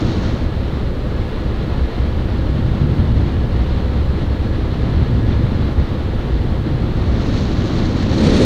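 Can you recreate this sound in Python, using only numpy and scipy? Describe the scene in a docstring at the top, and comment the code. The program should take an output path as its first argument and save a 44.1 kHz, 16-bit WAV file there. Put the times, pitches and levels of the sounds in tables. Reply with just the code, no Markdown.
"""A booming, drumming rumble under a swish of water, heard inside a closed car in an automatic wash.
Wet cloth strips of the rotating brushes slap the body and excite the modes of the cabin air, roof and
panels, over a faint drive whine. Spray from the top brush hisses on the rear window and fades as the
brush lifts off; near the end the spray returns, then the strips scrub the glass."""
import sys
import numpy as np
from scipy.fft import rfft, irfft, next_fast_len
from scipy.io import wavfile
from scipy.ndimage import uniform_filter1d, map_coordinates

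SR = 44100
rng = np.random.default_rng(int(sys.argv[2]) if len(sys.argv) > 2 else 0)


def unload_audio(sound):
    """Save the sound as a 16-bit wav file, at the path given as the first command line argument."""
    columns = np.transpose(np.atleast_2d(sound))
    # keep every value between -1 and 1, then stretch to whole-number steps
    steps = np.round(np.clip(columns, -1, 1) * 32767)
    wavfile.write(sys.argv[1], SR, steps.astype(np.int16))


N = 372644

# Modes of the cabin air: pitch_hz, bandwidth_hz, level_db
CABIN_MODES = [(60, 9, 0), (77, 18, -7)]
# Modes of the doors and roof: pitch_hz, bandwidth_hz, level_db
ROOF_MODES = [(87.1, 11.2, -2.5), (112.3, 13.4, -3), (142.5, 18, -6.5)]
# Modes of the smaller panels: pitch_hz, bandwidth_hz, level_db
PANEL_MODES = [(168, 21.4, 1), (190.8, 34, 1), (240.5, 37, -2), (294.2, 24, -3.5), (326.2, 39.4, -6.5)]
# Modes of the window panes: pitch_hz, bandwidth_hz, level_db
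PANE_MODES = [(310.5, 47, 1), (435, 164, -3), (534.6, 63, -2.5), (604.5, 35, -10)]
# Spectrum of the whole body shaking: frequency_hz, level_db
SWAY_SPECTRUM = [(8, -6), (18, 1), (27, 10), (32, 13), (41, 3.5), (50, -4), (90, -41), (300, -120)]
# Spectrum of wet strips, heard through the glass: frequency_hz, level_db
SWISH_SPECTRUM = [(250, -11), (500, 3), (700, 1.5), (1000, -1.3), (1400, -3.5), (1600, -7.5), (1850, -6),
                  (2550, -12), (2900, -10.5), (4200, -11.5), (4900, -21), (6500, -30.5), (8200, -51),
                  (14000, -70)]
# Spectrum of drops striking the rear window: frequency_hz, level_db
SPRAY_SPECTRUM = [(600, -5.5), (1500, -7), (2500, -6), (3300, -3), (4000, 1.5), (4500, -0.5), (4800, -7),
                  (5400, -7.5), (6500, -10), (7400, -19), (9000, -32), (15000, -45)]
# Spectrum of strips rubbing the rear window: frequency_hz, level_db
RUB_SPECTRUM = [(700, -21), (1900, 2.5), (2600, -2), (4400, 3), (4800, -9), (5200, -4.5), (6600, -8.5),
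                (7500, -13.5), (9000, -17.5), (11000, -30), (15500, -44)]
# Spectrum of the microphone's self-noise: frequency_hz, level_db
HISS_SPECTRUM = [(3000, -18), (7000, 6), (10000, 0.5), (15500, -1.5)]
# The side brushes lean harder on the car: middle_s, half_length_s, boom_gain_db, thud_gain_db
SURGES = [(2.953, 0.51, 2.5, 7.5), (4.102, 0.52, 3, 1.5), (5.26, 0.52, 3.5, 7), (6.75, .38, 0, 4)]
# A heavy bunch of strips lands: middle_s, boom_gain_db
BLOWS = [(1.84, 8.5), (2.02, 7), (2.17, 5), (2.46, 3), (3.21, 3.5), (3.6, 6.5), (4.13, 4.5), (4.96, 6.5),
         (5.8, 8), (6.36, 8.5), (7.1, 9)]
# For a moment few strips land: middle_s, half_length_s, boom_loss_db
LULLS = [(.97, .08, 4.5), (1.327, .05, 10), (1.932, 0.053, 15), (3.475, 0.037, 3), (4.686, 0.072, 4),
         (6.0, .15, 2.5)]
# A soaked bunch of strips swishes over the side: middle_s, gain_db
SWIPES = [(4.52, 0.5), (4.9, 1), (5.32, 2.5)]
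# How squarely the top brush faces the rear window: time_s, share (0-1)
FACING = [(0, 0.93), (.33, 0.55), (.49, 0), (6.87, 0.07), (7.1, 0.35), (7.32, 0.91), (7.55, .8), (7.8, 1),
          (8.45, 1)]
# What the top brush adds to each part: facing_gain_db, touching_gain_db
TOP_BOOM, TOP_THUD, TOP_DRUM = (-2.7, 4), (3.9, 1.7), (7.1, 6.8)
TOP_WATER, TOP_SPRAY = (2.74, 4.5), (0, 4.9)

# Base levels, before the brushes' movements raise or lower them
BOOM_DB, THUD_DB, DRUM_DB, SWISH_DB, PANE_DB = -21.5, -24, -27.5, -33.5, -31
SPRAY_DB, GRAZE_DB, SCRUB_DB = -38, -59, -32
# The top brush reaches the glass, takes hold over GRIP_S, then presses ever harder
CONTACT_S, GRIP_S, PRESS_DB_PER_S = 8.08, 0.17, 16
BAND_LIMIT_HZ = 15720
TIME_S = np.arange(N) / SR


def amp(db):
    """Decibels to amplitude ratio."""
    return 10 ** (np.asarray(db) / 20)


def unit(x):
    """x at rms 1."""
    return x / np.sqrt(np.mean(x ** 2) + 1e-20)


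def swell(middle_s, half_s):
    """A Gaussian envelope, 1 at its middle."""
    return np.exp(-((TIME_S - middle_s) / half_s) ** 2)


def wobble(rate_hz):
    """Random modulation: a smooth curve through rate_hz knots a second."""
    return map_coordinates(rng.standard_normal(2048), [TIME_S * rate_hz], mode="wrap")


def filtered(x, response):
    """Linear filtering: the spectrum of x times a frequency response."""
    size = next_fast_len(N + SR // 2)
    return irfft(rfft(x, size) * response(np.fft.rfftfreq(size, 1 / SR)), size)[:N]


def coloured(x, spectrum):
    """Spectral shaping, interpolated on a log frequency axis, at rms 1."""
    points_hz, db = np.transpose(spectrum)
    return unit(filtered(x, lambda hz: amp(np.interp(np.log(hz + 1), np.log(points_hz), db))))


def ringing(x, modes, low_hz, high_hz):
    """Modal superposition: damped resonances of alternating sign radiate within a band, at rms 1."""
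    def response(hz):
        body = sum((-1) ** k * amp(db) * 1j * hz * width / (pitch ** 2 - hz ** 2 + 1j * hz * width)
                   for k, (pitch, width, db) in enumerate(modes))
        band = (1 - 1 / (1 + (hz / low_hz) ** 6)) / (1 + (hz / high_hz) ** 6)
        return body * band
    return unit(filtered(x, response))


def impacts(rate_hz, scatter_db):
    """Shot noise: impulses at random moments, of scattered size and either sign, at rms 1."""
    size = amp(scatter_db * rng.standard_normal(N)) * np.sign(rng.standard_normal(N))
    return unit(size * (rng.random(N) < rate_hz / SR))


def even(x, span_s):
    """Division by the running rms holds the strength steady over times longer than span_s."""
    width = int(span_s * SR)
    power = uniform_filter1d(uniform_filter1d(x * x, width), width)
    return x / np.sqrt(np.abs(power) + 1e-9)


def top_brush():
    """Coupling to the rear window: how far the top brush faces it and how firmly it touches, both 0-1."""
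    facing = np.interp(TIME_S, *np.transpose(FACING))
    touch = np.clip((TIME_S - CONTACT_S) / GRIP_S, 0, 1)
    return np.array([facing, touch])


def brush_slaps(flap, top):
    """Impact excitation: soft slaps ring the cabin air, roof and panels, louder as the brushes lean in."""
    lean_boom_db = sum(db * swell(s, half) for s, half, db, _ in SURGES)
    lean_thud_db = sum(db * swell(s, half) for s, half, _, db in SURGES)
    blow_db = sum(db * swell(s, half_s=0.056) for s, db in BLOWS)
    lull_db = sum(db * swell(s, half) for s, half, db in LULLS)
    boom_db = BOOM_DB + lean_boom_db + blow_db - lull_db + np.dot(TOP_BOOM, top) + 1.3 * wobble(12)
    thud_db = THUD_DB + lean_thud_db - 0.38 * lull_db + np.dot(TOP_THUD, top)
    drum_db = DRUM_DB + 0.68 * lean_thud_db - 0.22 * lull_db + np.dot(TOP_DRUM, top) + 0.44 * flap
    slaps = lambda: impacts(rate_hz=800, scatter_db=1.8)  # each part gets its own slaps
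    boom = amp(boom_db) * even(ringing(slaps(), CABIN_MODES, low_hz=44, high_hz=100), span_s=0.096)
    thud = amp(thud_db) * even(ringing(slaps(), ROOF_MODES, low_hz=77.5, high_hz=168), span_s=0.18)
    drum = amp(drum_db) * even(ringing(slaps(), PANEL_MODES, low_hz=146.6, high_hz=414), span_s=0.14)
    return boom + thud + drum


def body_sway():
    """Random vibration: the whole body shakes at the lower edge of hearing."""
    return amp(-25) * even(coloured(rng.standard_normal(N), SWAY_SPECTRUM), span_s=0.32)


def water_swish(flap, top):
    """Wet strips swish in uneven strokes and ring the panes; transmission loss in glass dulls the treble."""
    swipe_db = sum(db * swell(s, half_s=0.05) for s, db in SWIPES)
    slack_db = 2.5 * swell(middle_s=0.96, half_s=0.12)
    swish_db = SWISH_DB + swipe_db - slack_db + 0.71 * flap + 0.17 * wobble(70)
    swish = even(coloured(impacts(rate_hz=13000, scatter_db=2), SWISH_SPECTRUM), span_s=0.14)
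    knocks = impacts(rate_hz=1500, scatter_db=3.6)
    panes = even(ringing(knocks, PANE_MODES, low_hz=266, high_hz=740), span_s=0.11)
    return amp(np.dot(TOP_WATER, top)) * (amp(swish_db) * swish + amp(PANE_DB) * panes)


def window_spray(flap, top):
    """Shot noise: flung drops strike the rear glass in sheets, so densely that they merge into a hiss."""
    facing, _ = top
    spray_db = SPRAY_DB + np.dot(TOP_SPRAY, top) + 0.5 * flap + 1.4 * wobble(60)
    splash_db = 3.5 * swell(middle_s=7.39, half_s=0.05)
    drops = coloured(impacts(rate_hz=6500, scatter_db=5), SPRAY_SPECTRUM)
    return facing * amp(spray_db + splash_db) * drops


def drive_whine():
    """Narrow-band noise: the brush drive sounds as a faint, fuzzy tone."""
    pitch_hz, bandwidth_hz = 1682, 14
    tone = ringing(rng.standard_normal(N), [(pitch_hz, bandwidth_hz, 0)], low_hz=1400, high_hz=2000)
    return amp(-51.5) * tone


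def microphone_hiss():
    """Self-noise: the microphone adds a steady treble hiss."""
    return amp(-61) * coloured(rng.standard_normal(N), HISS_SPECTRUM)


def window_scrub(top):
    """Friction: strips graze the rear glass, then grip it, rubbing brightly and shaking the pane."""
    facing, touch = top
    press_db = PRESS_DB_PER_S * np.clip(TIME_S - CONTACT_S - GRIP_S, 0, None)
    friction = amp(GRAZE_DB) * facing + amp(SCRUB_DB + press_db) * touch ** 2
    rub = amp(2.1 * wobble(80)) * coloured(impacts(rate_hz=9800, scatter_db=1.5), RUB_SPECTRUM)
    knocks = impacts(rate_hz=1500, scatter_db=2)
    shake = amp(9) * ringing(knocks, PANE_MODES, low_hz=368, high_hz=650)
    return friction * (rub + shake)


def scene():
    """Superposition: all sources add at one microphone in the upholstered cabin."""
    flap = wobble(24)  # strips land in bunches
    top = top_brush()
    body = brush_slaps(flap, top) + body_sway()
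    water = water_swish(flap, top) + window_spray(flap, top)
    return (body + water + drive_whine() + microphone_hiss() + window_scrub(top))[None]


def record(dry):
    """An ideal low-pass filter: nothing above the band limit passes."""
    return filtered(dry[0], lambda hz: hz < BAND_LIMIT_HZ)[None]


dry = scene()
out = record(dry)
unload_audio(out)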